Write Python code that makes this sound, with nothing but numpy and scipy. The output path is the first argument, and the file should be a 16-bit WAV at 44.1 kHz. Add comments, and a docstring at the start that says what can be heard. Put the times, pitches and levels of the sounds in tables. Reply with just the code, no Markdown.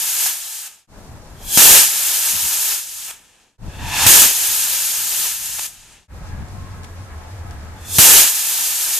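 """Small rocket motors on a steel bench before an open workshop: four jets in turn, joined by short fades.
The first is already burning; later ones swell from igniter hiss, thump alight and overload the input until
gain steps down. Each jet is shaped noise, partly echoing in the motor bore; the first three tail off and die
with pops, the last burns on. Filtered noise makes yard and wind, a wavering sine the drone, noise bursts the ticks."""
import sys
import numpy as np
from scipy import signal
from scipy.fft import rfft, irfft, next_fast_len
from scipy.io import wavfile
from scipy.ndimage import uniform_filter1d

SR = 44100
rng = np.random.default_rng(int(sys.argv[2]) if len(sys.argv) > 2 else 0)


def persist_wave(psi):
    """Save psi, clipped to +-1, as 16-bit WAV."""
    counts = np.round(np.clip(psi, -1, 1) * 32767).astype(np.int16)
    wavfile.write(sys.argv[1], SR, np.atleast_2d(counts).T)


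N = 396459
TIME_S = np.arange(N) / SR

# Wind spectrum. Each row: frequency in Hz, relative density in dB per Hz.
WIND_SPECTRUM = [(12, -31.5), (20, 7), (97, 1), (139, -2), (197, -5), (262, -12), (300, -11), (390, -34),
                 (660, -120)]
# Gusts. Each row: centre in seconds, rise over the wind in dB.
GUSTS = [(1.15, 2), (1.47, 5), (2.35, 23), (2.45, 21.5), (3.68, 5.5), (4.08, 14), (4.51, 15), (5.21, 8)]
# Change of wind and drone once each motor is lit. One value per firing, in dB.
LOW_AFTER_LIGHT_DB = [0, 2.5, 3, -8.5]
# Surroundings. Each row, one per firing: yard level in dB, whine over it in dB, 1-4 kHz brightness in dB,
# wind level in dB, drone level in dB.
SURROUNDINGS = [(-46, -14, 2, -46, -60), (-42.5, -19, -4.5, -42, -57.5), (-41.5, -12.5, -5.5, -35, -46.5),
                (-42.5, -4.5, 0.7, -38, -35.5)]
# Yard spectrum. Each row: frequency in Hz, relative density in dB per Hz.
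YARD_SPECTRUM = [(90, -33.5), (150, -8.5), (500, -10.5), (720, -11.5), (850, -9.5), (980, -11.5),
                 (1100, -14), (1300, -14), (1480, -14.5), (1700, -14.5), (2000, -17), (3090, -24),
                 (7000, -25), (14500, -35)]
# Yard likeness. Each row: frequency in Hz, left-right likeness from -1 to 1.
YARD_LIKENESS = [(60, 1), (180, 0.97), (540, 0.89), (1640, 0.41), (4940, -0.35), (14900, 0.23)]
# Faint bands in the yard noise. Each row: centre in Hz, width in Hz.
WHINE_BANDS = [(710, 40), (850, 40), (1070, 50), (1290, 50), (1660, 60)]
# Small sharp clicks nearby. Each row: start in seconds, level in dB, tail in dB against it.
TICKS = [(6.4837, -41, -8), (6.8335, -38, -6), (6.843, -33.5, -10), (6.847, -32.5, -12), (7.5094, -37, -7)]
# Ignition thumps. Each row: start in seconds, level before the band-pass in dB, pulse length in ms,
# puff in dB against the pulse, puff t60 in seconds.
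THUMPS = [(1.5744, 0.5, 3.4, -6, .03), (4.0642, 0.5, 7.4, -4, .04), (7.9853, 3, 6.22, -1.5, 0.028)]
# Motor bores. Each row: start in seconds, pitch in Hz, end reflection 0-1, strongest band in Hz, its boost in dB.
BORES = [(0, 796, .5, 800, 12), (.87, 812, 0.36, 3340, 6.5), (3.58, 886, 0.37, 950, 5.5),
         (6.08, 864, 0.38, 3570, 6.5)]
# Crackles as the last propellant goes. Each row: time in seconds, impulse level before filters in dB.
POPS = [(.262, 15), (.68, -5), (3.105, -1.1), (3.111, 13.5), (5.579, -4), (5.5873, 16), (5.5907, 10),
        (5.5942, 20.5), (5.598, 3), (5.62, 1), (5.631, 0)]
# Jet spectrum. Each row: frequency in Hz, relative density in dB per Hz.
JET_SPECTRUM = [(110, -26), (590, -17), (900, -8.5), (1130, -14), (1280, -8.5), (1500, -10.5), (1700, -5),
                (1950, -10.5), (2650, -4), (4460, -4.5), (5700, -3), (6600, 0.34), (9820, -2.5),
                (14500, -2.5)]
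# Jet likeness. Each row: frequency in Hz, left-right likeness from -1 to 1.
JET_LIKENESS = [(60, 0.27), (180, 0.74), (540, 0.91), (1640, 0.93), (4940, 0.55), (14900, 0.6)]
# Jet balance. Each row: frequency in Hz, left minus right in dB.
JET_BALANCE = [(60, 4.5), (120, 2), (240, 1.5), (470, 1.5), (940, 0.5), (1880, 0.5), (3750, 1),
               (7470, -1.5), (14900, 4.5)]
# Jet pan. Each row: time in seconds, left minus right in dB.
JET_PAN = [(0, 0), (.9, 0.5), (1.5, -0.2), (3.5, 0.5), (4.1, -.3), (6, 1.2), (7.8, -1.5), (9, 0)]
# Left-right difference at full blast. Each row: frequency in Hz, boost in dB.
BLAST_SIDE = [(300, 7), (1000, 12.5), (3000, -0.5), (6000, -1.3)]
# Reach of body, rumble, edge and air, one list each. Each row: frequency in Hz, weight 0-1.
COLOUR_REACH = [
    [(350, 0), (800, 1), (2200, 1), (3500, 0)],
    [(350, 1), (800, 0)],
    [(2200, 0), (3500, 1), (6000, 0)],
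    [(7500, 0), (12000, 1)],
]
# Silent instants between firings, in seconds.
JOINS_S = [.872, 3.579, 6.079]
# Ignition of each motor, in seconds; negative means lit before the start.
LIGHTS_S = [-1, 1.573, 4.0645, 7.984]
# Motors. Each row: tail-off in seconds, burnout in seconds, burn level in dB, trend in dB/s, tail level in dB,
# trend in dB/s, echo against the tail in dB, whistle against the hiss in dB.
MOTORS = [(.27, 0.679, 0, 0.5, -7.5, -10.5, -12, -30), (2.728, 3.11, 3, -1.7, -10, 10, -18.5, -32.5),
          (5.26, 5.668, 3.5, -3, -6.5, 11.5, -14.5, -20.5), (9.5, 9.9, 3, -2.5, -10, 0, -16, -29.5)]
# Igniters of the last three. Each row: full at seconds, full level in dB, swell in dB/s,
# bore share (clipped to 0-1 later), then body, rumble, edge and air in dB.
IGNITERS = [(1.561, -15, 208, .86, -8.5, 3, -1, 4.5), (4.03, -15, 125, .65, 7, 8, 5, -1.1),
            (7.968, -15, 215, 0.5, -11.5, 7.4, -5, 0)]
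# How much of EARLY each igniter starts with, as a factor.
EARLY_SHARES = [0, 1.1, 0.8, 1.5]
# Strength of each motor's final gasp, as a factor.
GASPS = [0.65, 1.47, .3, .6]

# Stage colours: bore share (clipped to 0-1 later), then body, rumble, edge and air in dB.
BLAST, BURN = (-0.37, 0, 8.5, -2, 2), (0, -2, -1, -2, 1.96)
TAIL, ECHO = (0.04, -3, -6.5, -3.5, -1), (.03, 7, 19, 0, -29)
# Added to the igniter colour this long before it is full, and to the tail colour by the end of the gasp.
EARLY, EARLY_S = (1, 13, 14, 4.5, -5), .2
LAST, LAST_S = (-0.04, 5.5, 3, -3.5, -2.1), 0.053
BLAST_S, BLAST_END_S, TAIL_OFF_S, FLARE_DB = 0.2, 0.072, .12, 1.5   # flare precedes tail-off
# After burnout: quick decay over a slow echo.
CUT_DB, CUT_DB_PER_S, ECHO_DB_PER_S, DULLING_S = -5, 240, 29.5, 0.31
WHISTLE_HZ, WHISTLE_WIDTH_HZ = 6590, 200
DRONE_HZ, DRONE_WAVER_HZ, DRONE_SWELL_DB = 86.3, 9.7, 3.3
GUST_S, JET_WIND_DB, BLAST_WIND_DB = 0.035, -41, 12   # the jet also buffets the ports
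JOIN_OUT_S, JOIN_IN_S, JOIN_CURVE = .13, .09, 0.93
OVERLOAD_DB, FIRST_STEP_DB, FIRST_STEP_S = -4, -7.5, 0.0043
LOUD_DB, SECOND_STEP_DB, SECOND_AFTER_S, SECOND_STEP_S = -15.5, -12, .23, 0.12
INPUT_TOP = 1   # highest amplitude the input stage passes
INPUT_CUTOFF_HZ, FINAL_CUTOFF_HZ = 14170, 15477


def from_db(db):
    """Gain of a level in dB."""
    return 10 ** (np.asarray(db) / 20)


def rms_one(x):
    """Scale to rms 1."""
    return x / np.sqrt(np.mean(x ** 2) + 1e-20)


def in_time(rows):
    """Interpolate the columns after the first over time."""
    s, *columns = np.transpose(rows)
    return np.array([np.interp(TIME_S, s, c) for c in columns])


def at_hz(points, hz):
    """Read a curve on a log-frequency axis."""
    points_hz, values = np.array(points).T
    return np.interp(np.log(hz), np.log(points_hz), values)


def by_firing(values):
    """Select one value, or one run over time, for each firing."""
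    return np.choose(np.searchsorted(JOINS_S, TIME_S), values)


def drift(rate_hz):
    """Slow chance of spread 1: noise at SR / 40 through a double one-pole low-pass."""
    r = np.exp(-80 * np.pi * rate_hz / SR)
    noise = rng.standard_normal(N // 40 + 2002)
    slow = signal.lfilter([1], [1, -2 * r, r * r], noise)[2000:]   # drop the filter's start-up
    return np.interp(np.arange(N) / 40, np.arange(len(slow)), rms_one(slow))


def band(x, low_hz, high_hz):
    """Band-pass."""
    return signal.sosfilt(signal.butter(2, [low_hz, high_hz], "band", fs=SR, output="sos"), x)


def noise_bands(spectrum, likeness, balance, lag_us, count=8):
    """Stereo noise of total rms 1 in overlapping bands that add up flat: pairs (centre Hz, sound)."""
    size = next_fast_len(N)
    hz = np.maximum(np.arange(size // 2 + 1) * SR / size, 1)
    noise = rfft(rng.standard_normal((2, size)))
    mid, side = noise * from_db(at_hz(spectrum, hz)) * (hz < INPUT_CUTOFF_HZ)
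    alike = np.clip(at_hz(likeness, hz), -1, 1)
    pair = np.sqrt(1 + alike) * mid + np.sqrt(1 - alike) * side * [[1], [-1]]
    pair = pair * from_db(at_hz(balance, hz) * [[.5], [-.5]])
    pair[0] *= np.exp(-2j * np.pi * hz * lag_us / 1e6)   # left port is reached a little later
    pair *= size / np.sqrt(np.sum(abs(pair) ** 2))
    centres_hz = np.geomspace(spectrum[0][0], spectrum[-1][0], count)
    place = np.interp(np.log(hz), np.log(centres_hz), np.arange(count))
    bands = []
    for k, centre_hz in enumerate(centres_hz):
        weight = np.clip(1 - abs(place - k), 0, 1)
        bands.append((centre_hz, irfft(pair * weight, size)[:, :N]))
    return bands


def thrust():
    """Hiss level in dB, stage colours and blast weight, from igniter through burn and tail-off to echo."""
    t, levels, stages, blast = TIME_S, [], [], 0
    igniters = [(-2, -99, 99) + BURN] + IGNITERS   # the first motor is already lit
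    for lit, early, gasp, motor, igniter in zip(LIGHTS_S, EARLY_SHARES, GASPS, MOTORS, igniters):
        full, full_db, swell_db_per_s, *colour = igniter
        off, out, burn_db, burn_trend, tail_db, tail_trend, echo_db = motor[:-1]
        tail = off + TAIL_OFF_S
        late_db = burn_db + burn_trend * (off - lit)
        last_db = tail_db + tail_trend * (out - tail)
        lit_db = np.interp(t, [lit, off - .15, off, tail, out],
                           [burn_db, late_db, late_db + FLARE_DB, tail_db, last_db])
        swell_db = full_db - swell_db_per_s * np.maximum(full - t, 0)
        since_s = np.maximum(t - out, 0)
        cut = from_db(CUT_DB - CUT_DB_PER_S * since_s)
        echo = from_db(echo_db - ECHO_DB_PER_S * since_s)
        after_db = last_db + 20 * np.log10(np.hypot(cut, echo))
        levels.append(np.select([t < lit, t > out], [swell_db, after_db], lit_db))

        strike, blast_end = lit - .004, lit + BLAST_S
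        settled = blast_end + BLAST_END_S
        early_colour = colour + early * np.array(EARLY)
        gasp_colour = TAIL + gasp * np.array(LAST)
        stages.append(in_time([
            (full - EARLY_S, *early_colour), (full, *colour), (strike, *colour),
            (lit, *BLAST), (blast_end, *BLAST), (settled, *BURN), (off, *BURN),
            (tail, *TAIL), (out - LAST_S, *TAIL), (out, *gasp_colour), (out + DULLING_S, *ECHO)]))
        blast = blast + np.interp(t, [strike, lit, blast_end, settled], [0, 1, 1, 0])
    return by_firing(levels), by_firing(stages), blast


def low_sound():
    """Lumpy wind, partly its own at each port, and a wavering drone that both ports share."""
    bands = noise_bands(WIND_SPECTRUM, [(30, 0.53), (200, 0.83)], [(30, 3.0), (200, 2.7)], lag_us=0, count=3)
    lumpy = sum(sound * from_db(5.0 * drift(3.8)) for _, sound in bands)
    drone_hz = DRONE_HZ + DRONE_WAVER_HZ * drift(12)
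    drone = np.sqrt(2) * np.sin(2 * np.pi * np.cumsum(drone_hz) / SR)
    after_db = by_firing(LOW_AFTER_LIGHT_DB) * (TIME_S > by_firing(LIGHTS_S))
    wind_db, drone_db = [by_firing(db) + after_db for db in np.transpose(SURROUNDINGS)[3:]]
    wind_db = wind_db + sum(db * np.exp(-((TIME_S - s) / GUST_S) ** 2) for s, db in GUSTS)
    hiss_db, _, blast = thrust()
    buffet_db = hiss_db + JET_WIND_DB + BLAST_WIND_DB * blast
    wind = np.hypot(from_db(wind_db), from_db(buffet_db)) * rms_one(lumpy)
    return wind + from_db(drone_db + DRONE_SWELL_DB * drift(15)) * drone


def yard():
    """Far traffic and workshop noise: slightly patchy broad noise plus faint fluctuating narrow bands."""
    bands = noise_bands(YARD_SPECTRUM, YARD_LIKENESS, [(100, 0.82), (10000, .8)], lag_us=0, count=6)
    level_db, whine_db, bright_db = map(by_firing, np.transpose(SURROUNDINGS)[:3])
    whine = 0
    for hz, width_hz in WHINE_BANDS:
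        narrow = band(rng.standard_normal((2, N)), hz - width_hz / 2, hz + width_hz / 2)
        whine = whine + rms_one(narrow) * from_db(4.7 * drift(4.0) - 10.5)
    noise = sum(sound * from_db(1.2 * drift(9) + bright_db * (1000 < hz < 4000)) for hz, sound in bands)
    return from_db(level_db) * (noise + from_db(whine_db) * whine)


def ticks():
    """Noise bursts: a brief crack with a short scattered tail."""
    out, t = np.zeros((2, N + SR)), np.arange(SR // 4) / SR
    for s, level_db, tail_db in TICKS:
        first = round(s * SR)
        shape = from_db(2 - t / 1.5e-4) + from_db(tail_db - t / 0.0019)
        out[:, first:first + len(t)] += from_db(level_db) * shape * rng.standard_normal((2, len(t)))
    return band(out[:, :N], 700, 8700)


def thumps():
    """An N-shaped pressure pulse and a dull puff of gas, its own at each port, that dies fast."""
    out, t = np.zeros((2, N + SR)), np.arange(SR // 2) / SR
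    for s, level_db, pulse_ms, puff_db, t60_s in THUMPS:
        first = round(s * SR)
        pulse = np.where(t < pulse_ms / 1e3, 2e3 * t / pulse_ms - 1, 0)
        puff = rms_one(band(rng.standard_normal((2, len(t))), 120, 2200))
        puff = puff * from_db(puff_db - 60 * t / max(t60_s, .005))
        out[:, first:first + len(t)] += from_db(level_db) * (pulse + puff)
    return band(out[:, :N], 70, 3000)


def bore_echo(x):
    """Sound echoing back and forth along each motor's bore: a comb of modes plus one strong band."""
    out = np.zeros(x.shape)
    ends_s = [row[0] for row in BORES[1:]] + [N / SR]
    for (s, pitch_hz, reflect, strong_hz, strong_db), end_s in zip(BORES, ends_s):
        span = slice(round(s * SR), round(end_s * SR))
        part = x[..., span]
        size = next_fast_len(part.shape[-1] + 2000)
        hz = np.arange(size // 2 + 1) * SR / size
        reflect = min(reflect, .9)
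        pipe = np.sqrt(1 - reflect ** 2) / (1 - reflect * np.exp(-2j * np.pi * hz / pitch_hz))
        # no ring below the first mode
        pipe = np.where(hz < pitch_hz / 2, np.sqrt((1 - reflect) / (1 + reflect)), pipe)
        pipe *= from_db(strong_db * np.exp(-((hz - strong_hz) / 250) ** 2))
        out[..., span] = irfft(rfft(part, size) * pipe, size)[..., :part.shape[-1]]
    return out


def pops():
    """Sharp snaps, band-passed impulses, that ring the bore."""
    clicks = np.zeros(N)
    clicks[[round(s * SR) for s, _ in POPS]] = -from_db(np.array(POPS)[:, 1])
    return bore_echo(band(clicks, 350, 7000))


def jets():
    """Turbulent jet noise with a faint nozzle whistle; its colour shifts as chamber pressure changes."""
    hiss_db, (share, *colours_db), blast = thrust()
    sputter_db = 0.66 * drift(3.4)   # uneven burning shakes all bands together
    out = 0
    for hz, sound in noise_bands(JET_SPECTRUM, JET_LIKENESS, JET_BALANCE, lag_us=9.8, count=9):
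        weights = np.array([at_hz(reach, hz) for reach in COLOUR_REACH])
        colour_db = weights @ colours_db
        # the ports disagree more at full blast
        extra_side = (sound[0] - sound[1]) / 2 * (from_db(blast * at_hz(BLAST_SIDE, hz)) - 1)
        band_db = colour_db + sputter_db + 0.85 * drift(29)
        out = out + (sound + extra_side * [[1], [-1]]) * from_db(band_db)
    half_hz = WHISTLE_WIDTH_HZ / 2
    whistle = rms_one(band(rng.standard_normal(N), WHISTLE_HZ - half_hz, WHISTLE_HZ + half_hz))
    out = out + whistle * from_db(by_firing(np.array(MOTORS)[:, -1])) * (1 - blast)
    out = out * from_db(hiss_db + in_time(JET_PAN)[0] * [[.5], [-.5]])
    share = np.clip(share, 0, 1)
    return (1 - share) * out + share * from_db(1.0) * bore_echo(out)


def scene():
    """Surroundings, then the motors on the bench."""
    return low_sound() + yard() + ticks() + thumps() + pops() + jets()


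def gain_control(x):
    """Per firing, gain drops at overload and again a while after the sound grew loud."""
    steps_db = []
    level = np.sqrt(uniform_filter1d(np.mean(x ** 2, axis=0), size=256) + 1e-12)
    for start_s in [0] + JOINS_S:
        heard = level[round(start_s * SR):]
        # -1: a loud opening finds the gain already down
        over_s, loud_s = [start_s + np.argmax(heard > from_db(db)) / SR or -1 for db in (OVERLOAD_DB, LOUD_DB)]
        first = np.clip((TIME_S - over_s) / FIRST_STEP_S, 0, 1)
        second = np.clip((TIME_S - loud_s - SECOND_AFTER_S) / SECOND_STEP_S, 0, 1)
        steps_db.append(FIRST_STEP_DB * first + SECOND_STEP_DB * second)
    return x * from_db(by_firing(steps_db))


def fades():
    """Gain that falls to silence at each join and rises after it."""
    gain = 1
    for s in JOINS_S:
        ramp = np.maximum((s - TIME_S) / JOIN_OUT_S, (TIME_S - s) / JOIN_IN_S)
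        gain = gain * np.clip(ramp, 0, 1) ** JOIN_CURVE
    return gain


def cut_top(x, cutoff_hz):
    """Steep elliptic low-pass."""
    return signal.sosfilt(signal.ellip(10, .3, 70, cutoff_hz, fs=SR, output="sos"), x)


def record(dry):
    """Gain control, input overload, top cut, flat clipping of overshoot, fades, second top cut."""
    heard = np.clip(gain_control(dry), -INPUT_TOP, INPUT_TOP)
    heard = cut_top(heard, INPUT_CUTOFF_HZ)
    heard = np.clip(heard, -1, 1) * fades()
    return cut_top(heard, FINAL_CUTOFF_HZ)


dry = scene()
out = record(dry)
persist_wave(out)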